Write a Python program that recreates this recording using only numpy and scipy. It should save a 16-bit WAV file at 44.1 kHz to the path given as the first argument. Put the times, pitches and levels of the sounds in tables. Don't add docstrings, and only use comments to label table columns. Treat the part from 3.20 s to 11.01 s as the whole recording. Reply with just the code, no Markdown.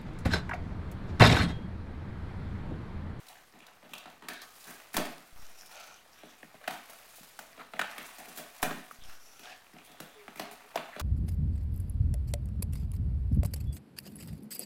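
import sys
import numpy as np
from scipy import signal
from scipy.fft import rfft, irfft
from scipy.io import wavfile

SR = 44100
rng = np.random.default_rng(int(sys.argv[2]) if len(sys.argv) > 2 else 0)


def rack_gain(trim_db):
    fader = np.asarray(trim_db, float)
    return 10 ** (fader / 20)


def wav_out(sig):
    wavfile.write(sys.argv[1], SR, np.round(np.clip(np.atleast_2d(sig).T, -1, 1) * 32767).astype(np.int16))


N = 344641

# frequency in Hz, level in dB.
HUSH_SPECTRUM = [(12, -34), (20, 3.5), (70, -2.5), (301, -2), (513, 0.5), (718, -13), (1090, -4.5),
                 (2530, -14), (4540, -10), (12800, -24), (16000, -31)]
# frequency in Hz, rms level in dB.
ELECTRONICS = [(12166, -94), (12468, -86), (12769, -92), (13308, -90)]
# frequency in Hz, t60 in seconds.
ROOM_DECAY = [(100, 0.08), (400, 0.42), (1500, 0.4), (4000, 0.47), (12000, 0.24)]
GAIN_DROPS_S = [
    1.7685,
    5.4290,
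]

# frequency in Hz, level in dB, t60 in seconds.
WALL_MODES = [(121.3, -8, 0.17), (159.2, -1.5, 0.17), (202.2, 2.5, 0.14), (247.2, 2.5, 0.11),
              (306, 0.4, 0.08), (424, -2, 0.096)]
# frequency in Hz, width in Hz, level in dB.
PANEL_MODES = [(647, 470, 10), (687, 110, 9), (1150, 270, 6), (1500, 770, 2), (1850, 126, 1.5),
               (2660, 520, -3), (3950, 1100, 5)]
# frequency in Hz, level in dB.
SCUFF_SPECTRUM = [(260, -78), (450, -20.5), (649, -13.5), (875, -10.5), (1730, -10), (2380, -8),
                  (4500, -26), (5850, -65), (9900, -120)]

# time in seconds, peak in dB.
PAW_PUSHES = [(0.415, -56), (0.71, -55), (2.68, -61), (3.535, -48), (4, -50), (6.7, -60), (5.185, -49),
              (3.24, -51), (4.628, -51), (5.1, -56), (5.465, -33), (5.565, -39.5), (7.225, -43),
              (6.821, -49), (1.8, -40)]
# start in seconds, length in seconds, starting pitch in Hz, sag in Hz per second,
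# level in dB.
WHIMPER_SWELLS = [
    (6.94, 0.14, 430, 220, -56),
    (7.066, 0.059, 405, 60, -58),
    (7.159, 0.22, 412.5, 20, -58.5),
    (7.407, 0.08, 415, 5, -62.5),
]
# start in seconds, end in seconds, level in dB.
NOSE_BREATHS = [
    (2.95, 3.13, -67.5),
    (6.613, 7.003, -68),
]
# start in seconds, length in seconds, hiss at the teeth in dB,
# throat huff in dB.
PANTS = [
    (2.173, 0.25, -59.5, -62.5),
    (2.372, 0.12, -55.5, -61.5),
    (2.495, 0.3, -59, -53),
    (2.914, 0.11, -64, -65),
    (3.05, 0.12, -66, -67),
    (5.834, 0.15, -56.5, -58),
    (5.995, 0.33, -57.5, -64.5),
    (6.225, 0.16, -72, -49.5),
]
# time in seconds, pitch at the teeth in Hz, second throat resonance in Hz.
JAW_PATH = [(2.2, 5440, 1331), (2.33, 5640, 1420), (2.41, 5450, 1408), (2.49, 5370, 1560),
            (2.555, 6250, 1427), (2.62, 6330, 1382), (2.8, 6100, 1380), (2.93, 5620, 1590),
            (3.1, 5890, 1500), (5.84, 5270, 1487), (5.95, 5630, 1480), (6.02, 5650, 1400),
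            (6.19, 5910, 1378), (6.25, 5705, 1400), (6.31, 5250, 1850), (6.38, 5240, 1746)]
# multiple of the second resonance, width in Hz, level in dB.
THROAT_BANDS = [(1, 170, 1), (1.75, 374, -2.3), (2.35, 500, -15)]
# multiple of the pitch at the teeth, width in Hz, level in dB.
GAP_BANDS = [(1, 400, 1), (1.25, 450, -7.5), (1.75, 500, -7.5), (2.25, 500, -7.5)]

# time in seconds, pressure of jaws and paws in dB, share tearing the paper skin in dB.
GNAWING = [(0.0, -54, -0.5), (0.41, -64.5, -1), (0.89, -55.5, -8), (1.07, -74, 8.5), (1.3, -60, 6.5),
           (1.5, -52.5, 5.5), (1.67, -55.5, -0.5), (2.3, -59, 3.5), (2.59, -59.5, -4), (3.0, -59.5, 0),
           (3.3, -56, -3.5), (4.02, -57, 6), (4.48, -58, -3), (4.85, -52, 2), (5.4, -52.5, -0.5),
           (6.2, -64, 3), (6.55, -57.5, -3.5), (7.81, -51.5, -7)]
# start in seconds, length in seconds, level in dB,
# pitch in Hz.
CREAKS_AND_WHISTLES = [(0.75, 0.11, -64, 3000), (1.12, 0.12, -55, 3700), (1.13, 0.15, -55.5, 1600),
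                       (1.204, 0.061, -57, 4000), (1.208, 0.076, -60, 1150), (2.72, 0.12, -63.5, 2900),
                       (3.438, 0.03, -58, 1800), (4.386, 0.043, -49.5, 1330), (4.39, 0.032, -53, 2050),
                       (4.85, 0.02, -59, 6500), (6.15, 0.063, -64, 2800), (6.623, 0.067, -65, 10000),
                       (7.54, 0.016, -49, 750), (5.8, 0.06, -56, 3240), (6.3, 0.05, -52, 2500),
                       (2.53, 0.1, -56, 2500), (2.7, 0.03, -59.5, 930), (2.55, 0.056, -55.5, 640),
                       (6.64, 0.099, -66, 3200), (6.97, 0.058, -59, 2070), (4.62, 0.08, -51, 2700),
                       (2.4, 0.05, -66, 14700), (2.45, 0.03, -61, 9200), (2.51, 0.04, -64, 8700),
                       (2.64, 0.045, -64, 15000), (2.65, 0.03, -66, 10800), (5.7, 0.079, -61, 6100),
                       (5.72, 0.05, -69, 11700), (3.08, 0.05, -64, 6000), (7.62, 0.1, -50, 680),
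                       (5.47, 0.05, -41, 1220), (1.77, 0.038, -38, 403), (7.72, 0.043, -49, 1760)]

# time in seconds, peak
# in dB, pitch in Hz.
HARD_CLICKS = [(2.225, -50, 8000), (2.267, -42, 6420), (2.392, -42, 7600), (2.411, -35, 5440),
               (2.557, -36.5, 6150), (2.743, -40, 5870), (2.933, -45, 5000), (3.2308, -35.5, 1750),
               (3.344, -45.5, 615), (4.191, -33.5, 1500), (4.5363, -32.5, 1370), (5.7117, -30, 1200),
               (5.838, -36.5, 5350), (6.257, -36, 3270), (6.378, -49, 8000), (6.468, -45.5, 2400),
               (7.0807, -43, 1950),
               (0.1307, -46, 2860), (0.3253, -55, 1810), (0.468, -41.5, 3850), (0.485, -45, 1530),
               (2.1756, -48, 1230), (2.4335, -45.5, 1440), (2.5133, -46, 1740), (3.3673, -50, 2580),
               (3.4531, -43, 1830), (3.734, -44, 1340), (3.7964, -48, 1440), (4.3307, -45, 1980),
               (4.4053, -38, 1240), (4.5676, -35, 1920), (5.0031, -40, 1890), (5.057, -42, 2100),
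               (5.1866, -36, 1380), (7.576, -25.5, 2284),
               (0.5867, -62, 710), (0.6311, -55, 624), (0.6964, -49, 730), (1.087, -37, 1130),
                (1.2786, -55, 1100), (1.9321, -40.5, 710), (2.8615, -54, 650), (3.0351, -41.5, 645),
                (3.2326, -44.5, 650), (3.9839, -49, 680), (4.6439, -33, 810), (6.7462, -47.5, 690),
                (7.5588, -20.5, 670),
               (0.1297, -47, 7410), (0.3248, -50, 4910), (0.3896, -49, 6910), (0.5353, -56, 7110),
               (0.7533, -39, 4570), (0.9798, -54, 13700), (1.6857, -50, 13370), (2.4205, -43, 5580),
               (2.4724, -43, 5340), (2.7223, -47, 6350), (3.2252, -49, 14100), (3.6587, -43, 12940),
               (4.331, -47, 4690), (4.7417, -50, 13740), (4.8934, -42, 8960), (4.9487, -41, 10210),
               (5.0051, -38, 10640), (5.4371, -22, 9780), (5.6437, -46, 9300), (5.7105, -40, 9910),
               (6.5381, -51, 4970), (6.5845, -47, 5150), (7.1048, -52, 6400), (7.5577, -27.5, 5200)]
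# time in seconds, peak in dB.
FIBRE_TICKS = [(0.066, -41), (0.0833, -35), (0.389, -49), (0.465, -40.5), (0.7787, -33.5), (1.0839, -24),
               (1.132, -33.5), (1.2161, -32.5), (1.44, -36), (1.7662, -11.5), (1.852, -28), (2.545, -43),
               (2.4576, -39), (2.5137, -41), (2.597, -35.5), (2.6374, -44), (0.898, -43.5), (3.4762, -25.5),
               (3.6542, -42), (4.191, -34.5), (4.5928, -28), (4.7104, -36), (5.3616, -40), (5.5169, -45),
               (6.195, -45), (6.7144, -42), (7.1724, -43), (7.194, -26.5), (7.5568, -28), (7.7952, -24.5)]
# time in seconds, peak in dB, t60 in seconds.
SKIN_SCRAPES = [(0.7348, -34, 0.028), (1.358, -42, 0.068), (1.406, -49, 0.026), (1.504, -34.5, 0.034),
                (1.7303, -34, 0.038), (1.7407, -30, 0.087), (3.698, -35.5, 0.042), (3.7304, -39, 0.031),
                (3.9524, -36.5, 0.099), (4.03, -40, 0.057), (4.085, -45, 0.028), (4.779, -30.5, 0.029),
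                (4.826, -35.5, 0.022), (4.861, -36, 0.039), (4.9487, -47, 0.039), (4.983, -38, 0.061),
                (5.0549, -40, 0.029), (5.0812, -37, 0.066), (5.149, -34, 0.2), (5.172, -28, 0.051),
                (5.3785, -40, 0.042), (5.417, -29, 0.062), (5.427, -22, 0.046), (5.712, -39.5, 0.063),
                (6.644, -43, 0.091), (2.665, -46, 0.05), (6.8018, -32, 0.027), (7.3103, -39.5, 0.1)]

# time in seconds, peak in dB, pitch of the piece in Hz,
# wall thump in dB, share sent to the room in dB.
RIM_BITES = [(0.337, -47, 730, -55, 7), (0.628, -44.5, 635, -54, 7.5), (0.735, -27, 2700, -55, 2),
             (0.857, -36.5, 765, -50.5, 3.2), (1.023, -40, 1086, -51, 7), (1.085, -29.5, 1680, -46, 6.5),
             (1.778, -17, 653, -24, 1.5), (3.034, -40.5, 644, -46.5, 0), (3.229, -44, 1920, -49.5, -15),
             (3.343, -43.5, 636, -49, -13), (3.4764, -20.5, 695, -38.5, -5.5), (4.377, -40, 644, -52, 7),
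             (4.536, -31.5, 650, -45.5, 1), (4.593, -17, 1700, -39.5, -5.5), (4.614, -19, 1500, -43.5, -6),
             (4.781, -28, 1950, -45.5, 3), (5.077, -43, 750, -50.5, 5.5), (5.509, -27, 1261, -34, -1.5),
             (6.534, -50, 610, -49.5, 5.5), (7.08, -32, 720, -46.5, -3), (7.197, -23.5, 675, -39, -1),
             (7.557, -25, 716, -43, 4.5), (7.574, -26.5, 1080, -43, -10), (7.763, -29.5, 623, -42.5, -1)]
# time in seconds, peak in dB, pitch of the piece in Hz,
# wall thump in dB, share sent to the room in dB.
BOARD_RIPS = [(0.083, -53.5, 810, -82, 17.5), (0.693, -50, 3000, -57, 9), (1.217, -44, 1150, -64, 10),
              (1.469, -43, 1520, -54.5, 13), (1.742, -25, 1780, -37, 2.5), (1.767, -19, 1070, -45, -1.5),
              (2.175, -51, 1180, -78, 3), (2.494, -47, 966, -79, 11), (3.508, -30.5, 1050, -47, 4.5),
              (3.697, -40.5, 703, -61.5, 1), (3.787, -46, 1950, -69, 0), (4.031, -48, 1450, -64, 2),
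              (4.19, -33, 714, -51, 1), (4.984, -38.5, 770, -52.5, 6), (5.174, -36.5, 650, -49.5, 9),
              (5.428, -14.5, 663, -28, 0.5), (5.745, -49, 1297, -63, -13), (5.895, -44.5, 1445, -69, 7),
              (6.194, -41, 2640, -54.5, 4), (6.695, -50, 800, -57, 7), (6.802, -31.5, 590, -44, -0.5),
              (7.158, -38.5, 2040, -52.5, 7.5), (7.312, -38.5, 746, -55, 0.5), (7.797, -30, 1150, -43, 7.5)]
# time in seconds, peak in dB, pitch in Hz, share sent to the room in dB.
EDGE_NIBBLES = [(0.404, -42, 2350, 6), (0.426, -55, 1190, 13), (0.466, -50, 1000, 11),
                (2.987, -44.5, 2117, 5.5), (3.413, -42, 644, 2.5), (3.441, -38.5, 1800, 1),
                (4.396, -39.5, 1300, 3), (4.415, -38, 1150, -4), (0.155, -44.5, 1700, 4),
                (3.478, -23.5, 1770, -4), (4.5943, -27, 2250, -3), (5.43, -21, 1400, 1),
                (1.6, -41, 2500, -11), (4.567, -66, 1900, -7), (6.466, -61, 2310, 2.1),
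                (6.566, -41.5, 720, -7), (6.586, -41.5, 2250, 1)]

HUSH_DB = -67.5
BITE_CRACK_DB, RIP_CRACK_DB, NIBBLE_CRACK_DB, NIBBLE_THUMP_DB = -31, -4, -40, -33
CRACK_GROWTH_DB_PER_DB, MIDDLING_DB = 0.94, -35
SETTLE_DB, SETTLE_RISE_S, SETTLE_FALL_S = -28, 0.037, 0.059


def rms_one(x):
    return x / np.sqrt(np.mean(x ** 2) + 1e-20)


def peak_one(x):
    return x / np.max(np.abs(x))


def impulse(size):
    return 1.0 * (np.arange(size) == 0)


def in_time(rows):
    s, *columns = np.transpose(rows)
    return [np.interp(np.arange(N) / SR, s, column) for column in columns]


def swell(start_s, length_s, peak=0.52):
    out = np.zeros(N)
    part = np.linspace(0, 1, round(length_s * SR))
    bend = np.log(0.5) / np.log(np.clip(peak, 0.1, 0.9))
    out[round(start_s * SR):][:len(part)] = np.abs(np.sin(np.pi * part ** bend))
    return out


def shaped(x, points):
    hz, db = np.transpose(points)
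    freqs_hz = np.fft.rfftfreq(len(x), 1 / SR) + 1
    return irfft(rfft(x) * rack_gain(np.interp(np.log(freqs_hz), np.log(hz), db)), len(x))


def band(x, low_hz, high_hz):
    sos = signal.butter(2, [low_hz, min(high_hz, 19000)], "band", fs=SR, output="sos")
    return signal.sosfilt(sos, x)


def resonance(x, hz, width_hz):
    r = np.exp(-np.pi * width_hz / SR)
    poles = [1, -2 * r * np.cos(2 * np.pi * hz / SR), r * r]
    return signal.lfilter([(1 - r * r) / 2, 0, (r * r - 1) / 2], poles, x)


def moving_band(hz, width_hz):
    r = np.exp(-2 * np.pi * width_hz / SR)
    slow = signal.lfilter([1], [1, -2 * r, r * r], rng.standard_normal((2, N)))
    phase = 2 * np.pi * np.cumsum(hz) / SR
    return rms_one(slow[0] * np.sin(phase) + slow[1] * np.cos(phase))


def grains(per_s, spread_db, clump_db):
    clumps = rms_one(signal.lfilter([1], [1, -1.98, 0.9801], rng.standard_normal(N)))
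    born = rng.random(N) < per_s * rack_gain(clump_db * clumps) / SR
    size = rack_gain(spread_db * np.minimum(rng.exponential(1, N), 5))
    return born * size * rng.choice([-1, 1], N)


def hush():
    return rack_gain(HUSH_DB) * rms_one(shaped(rng.standard_normal(N), HUSH_SPECTRUM))


def electronics():
    t = np.arange(N) / SR
    return sum(np.sqrt(2) * rack_gain(db) * np.sin(2 * np.pi * hz * t) for hz, db in ELECTRONICS)


def living_room(x):
    t = np.arange(SR) / SR
    hz, t60_s = np.transpose(ROOM_DECAY)
    edges_hz = 60 * 2 ** np.arange(0, 8.6, 0.5)
    echo = np.zeros(SR)
    for low, high in zip(edges_hz, edges_hz[1:]):
        decay_s = np.interp(np.log(low * high) / 2, np.log(hz), t60_s)
        echo += band(rng.standard_normal(SR), low, high) * rack_gain(-60 * t / decay_s)
    echo *= np.clip((t - 0.007) / 0.008, 0, 1)
    return signal.fftconvolve(x, echo / np.sqrt(np.sum(echo ** 2)))[:N]


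def walls(push):
    return sum(rack_gain(db) * (-1) ** k * resonance(push, hz, np.log(1000) / np.pi / t60_s)
               for k, (hz, db, t60_s) in enumerate(WALL_MODES))


def panel(x):
    return x + sum(rack_gain(db) * resonance(x, hz, width_hz) for hz, width_hz, db in PANEL_MODES)


def paws():
    push_n = round(0.0051 * SR)
    push = np.zeros(8192)
    push[:push_n] = np.hanning(push_n)
    boom = peak_one(walls(np.gradient(push)))
    out = np.zeros(N)
    for s, db in PAW_PUSHES:
        out[round(s * SR):][:len(boom)] += rack_gain(db) * boom
    return out


def whimper():
    waver_hz, quaver_db = 4.0, 2
    t = np.arange(N) / SR
    tremble = rms_one(band(rng.standard_normal(N), 6.0, 23.0))
    waver = waver_hz * np.cumsum(tremble) / SR
    out = np.zeros(N)
    for s, length_s, hz, sag_hz_per_s, db in WHIMPER_SWELLS:
        cycles = (hz - sag_hz_per_s * (t - s) / 2) * (t - s) + waver
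        level = np.sqrt(2) * rack_gain(db) * swell(s, length_s, 0.49) ** 1.1
        out += level * np.sin(2 * np.pi * cycles)
    return rack_gain(quaver_db * tremble) * out


def sniffs():
    t = np.arange(N) / SR
    level = sum(rack_gain(db) * np.clip(np.minimum(t - start, end - t) / 0.018, 0, 1)
                for start, end, db in NOSE_BREATHS)
    return level * moving_band(np.full(N, 3450.0), 340)


def teeth_hiss(hiss_hz):
    attack_s, fade_db, air_db = 0.0065, -5.5, -6
    t = np.arange(N) / SR
    level = np.zeros(N)
    for s, length_s, db, _ in PANTS:
        gate = np.clip(np.minimum(t - s, s + length_s - t) / attack_s, 0, 1)
        level += rack_gain(db + fade_db * np.clip((t - s) / length_s, 0, 1)) * gate
    hiss = sum(rack_gain(db) * moving_band(ratio * hiss_hz, width_hz) for ratio, width_hz, db in GAP_BANDS)
    hiss = hiss + rack_gain(air_db) * rms_one(band(rng.standard_normal(N), 4700, 16000))
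    return rack_gain(-6.5) * level * hiss


def throat_huff(throat_hz):
    rasp_db = 3.5
    level = sum(rack_gain(db) * swell(s, length_s, 0.35) for s, length_s, _, db in PANTS)
    huff = sum(rack_gain(db) * moving_band(ratio * throat_hz, width_hz) for ratio, width_hz, db in THROAT_BANDS)
    huff = huff + moving_band(np.full(N, 740.0), 150)
    huff = huff + rack_gain(rasp_db) * rms_one(band(grains(2500.0, 3.0, 4.0), 770, 5300))
    return rack_gain(-7.0) * level * huff


def panting():
    hiss_hz, throat_hz = in_time(JAW_PATH)
    breath = throat_huff(throat_hz) + teeth_hiss(hiss_hz) + sniffs()
    puffs = rms_one(band(rng.standard_normal(N), 14.0, 51))
    return breath * rack_gain(1.8 * puffs)


def settling(column):
    power = np.full(N, 1e-18)
    for row in all_snaps():
        power[round(row[0] * SR)] += rack_gain(2 * row[column])
    slow = np.exp(-1 / SETTLE_FALL_S / SR)
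    fast = np.exp(-(1 / SETTLE_FALL_S + 1 / SETTLE_RISE_S) / SR)
    return np.sqrt(signal.lfilter([0, slow - fast], np.convolve([1, -slow], [1, -fast]), power))


def patchy(x):
    depth_db = 2.1
    edges_hz = 1960 * 2 ** np.arange(0, 3.1, 0.5)
    hiss = band(x, 1850, 15800)
    out = hiss
    for k, (low, high) in enumerate(zip(edges_hz, edges_hz[1:])):
        pace = rms_one(band(np.roll(x, k * SR), 2.6, 22.0))
        out = out + (rack_gain(depth_db * np.tanh(pace / 2) * 2) - 1) * band(hiss, low, high)
    return rms_one(out)


def rustle():
    press_db, tear_db = in_time(GNAWING)
    after = rack_gain(SETTLE_DB) * settling(column=1)
    after_thump = rack_gain(-22) * settling(column=3)
    after_crack = rack_gain(-27.5) * settling(column=4)
    rub = grains(1500.0, 1.46, 5.0)
    rumble = np.hypot(rack_gain(-78.0), after_thump) * rms_one(walls(rub))
    scuff = np.hypot(rack_gain(press_db - 5.5), after) * rms_one(panel(shaped(rub, SCUFF_SPECTRUM)))
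    hiss_level = np.hypot(rack_gain(press_db + tear_db - 7.5), rack_gain(-18) * after + after_crack)
    hiss = hiss_level * patchy(rub + grains(6000.0, 2.5, 3.9))
    lone = band(grains(250.0, 5.5, 5.0), 730, 8500)
    crackle = rack_gain(-7.5) * after * rms_one(panel(lone))
    return rumble + scuff + hiss + crackle


def creaks_and_whistles():
    width = 0.26
    rub = rms_one(grains(3000.0, 1.8, 3.3))
    out = np.zeros(N)
    for s, length_s, db, hz in CREAKS_AND_WHISTLES:
        part = slice(round(s * SR), round((s + length_s) * SR))
        ringing = resonance(resonance(rub[part], hz, width * hz), hz, 2 * width * hz)
        out[part] += rack_gain(db) * rms_one(ringing) * swell(s, length_s)[part]
    return out


def prickle():
    press_db, tear_db = in_time(GNAWING)
    return rack_gain(-20 + press_db + tear_db) * rms_one(band(grains(220.0, 3.5, 5.0), 3300, 14500))


def teeth():
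    size = 1024
    click = impulse(size)
    edge = rack_gain(-12) * peak_one(band(click, 1500, 14000))
    out = np.zeros(N + size)
    for s, db, hz in HARD_CLICKS:
        ring = peak_one(resonance(resonance(click, hz, 0.14 * hz), hz, 0.79 * hz))
        body = rack_gain(-8.5) * peak_one(band(click, max(0.25 * hz, 480), hz))
        hit = rack_gain(-1.5) * ring + body + edge * min(hz / 1200, 1) ** 2
        out[round(s * SR):][:size] += rack_gain(db) * hit
    return out[:N]


def ticks():
    size, fibre_hz, fibre_t60_s, skin_hz = 4096, 4230, 0.032, 11400
    t = np.arange(size) / SR
    rows = [(s, db, fibre_hz, fibre_t60_s) for s, db in FIBRE_TICKS]
    rows += [(s, db, skin_hz, t60_s) for s, db, t60_s in SKIN_SCRAPES]
    out = np.zeros(N + size)
    for s, db, hz, t60_s in rows:
        noise = rng.standard_normal(size)
        fade = rack_gain(-60 * t / t60_s) * np.minimum(t / t60_s / 0.22, 1)
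        middle = np.argmax(fade) // 2
        fade[middle] = 2.4 / abs(noise[middle])
        burst = noise * fade
        puff = peak_one(resonance(burst, hz, 0.5 * hz)) + 2.82 * peak_one(band(burst, 1800, 23700))
        out[round(s * SR):][:size] += rack_gain(db - 9.5) * puff
    return out[:N]


def all_snaps():
    def crack(db, share_db):
        return MIDDLING_DB + CRACK_GROWTH_DB_PER_DB * (db - MIDDLING_DB) + share_db
    bites = [(s, db, hz, thump_db, crack(db, BITE_CRACK_DB), room_db)
             for s, db, hz, thump_db, room_db in RIM_BITES]
    rips = [(s, db, hz, thump_db, crack(db, RIP_CRACK_DB), room_db)
            for s, db, hz, thump_db, room_db in BOARD_RIPS]
    nibbles = [(s, db, hz, db + NIBBLE_THUMP_DB, crack(db, NIBBLE_CRACK_DB), room_db)
               for s, db, hz, room_db in EDGE_NIBBLES]
    return bites + rips + nibbles


def snap(start, hz, thump_db, crack_db, db):
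    bend, tear = start
    piece = 0.72 * peak_one(panel(band(band(bend, 425, 3930), 434, 5840)))
    piece = piece + peak_one(resonance(bend, hz, 0.23 * hz))
    piece = piece + 0.24 * peak_one(resonance(bend, 2.2 * hz, 1.3 * hz))
    crack = peak_one(band(tear, 1100, 25500))
    boom = peak_one(walls(tear + 4.5 * tear[0] * impulse(len(tear))))
    return rack_gain(db - 4.5) * piece + rack_gain(crack_db + 3.0) * crack + rack_gain(thump_db + 0.5) * boom


def snaps():
    size = 8192
    near, sent = np.zeros((2, N + size))
    t = np.arange(size) / SR
    click = np.tile(impulse(size), (2, 1))
    for s, db, hz, thump_db, crack_db, room_db in all_snaps():
        t60_s = 0.034 * rack_gain(0.12 * (db + 28.0))
        fade = rack_gain(-60 * t / t60_s) * np.minimum(t / t60_s / 0.024, 1)
        volley = rng.standard_normal((2, size)) * fade
        at = round(s * SR)
        near[at:at + size] += snap(volley + 3.0 * click, hz, thump_db, crack_db, db)
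        around = snap(click + 0.061 * volley, hz, thump_db - 1.5, crack_db + 5.5, db + 2.0)
        sent[at:at + size] += rack_gain(room_db) * around
    return near[:N], sent[:N]


def scene():
    near, sent = snaps()
    clicks = teeth()
    soft = ticks() + paws() + rustle() + panting()
    room = living_room(rack_gain(-2.0) * sent + rack_gain(-7.0) * soft + rack_gain(-20) * clicks)
    dog = near + soft + clicks + whimper() + creaks_and_whistles() + prickle()
    return (dog + room + hush())[None]


def band_limit(x):
    return signal.sosfilt(signal.butter(12, 16660, fs=SR, output="sos"), x)


def record(dry):
    hold_s, pace_s, ramp_s, step_db = 0.359, 0.0337, 0.0015, 0.5
    offset, coupling_s, cutoff_hz = -0.089, 0.085, 16250
    t = np.arange(N) / SR
    steps = np.zeros(N)
    for s in GAIN_DROPS_S:
        steps -= 4 * np.clip((t - s) / ramp_s, 0, 1)
        for k in range(4):
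            steps += np.clip((t - s - hold_s - pace_s * k) / ramp_s, 0, 1)
    gain = rack_gain(step_db * steps)
    r = np.exp(-1 / (coupling_s * SR))
    jolt = signal.lfilter([1, -1], [1, -r], offset * (gain - 1))
    mix = gain * dry + jolt + electronics() - 0.0004
    mix = signal.sosfilt(signal.cheby2(20, 50, cutoff_hz, fs=SR, output="sos"), mix)
    return band_limit(mix)


dry = scene()
out = record(dry)
wav_out(out)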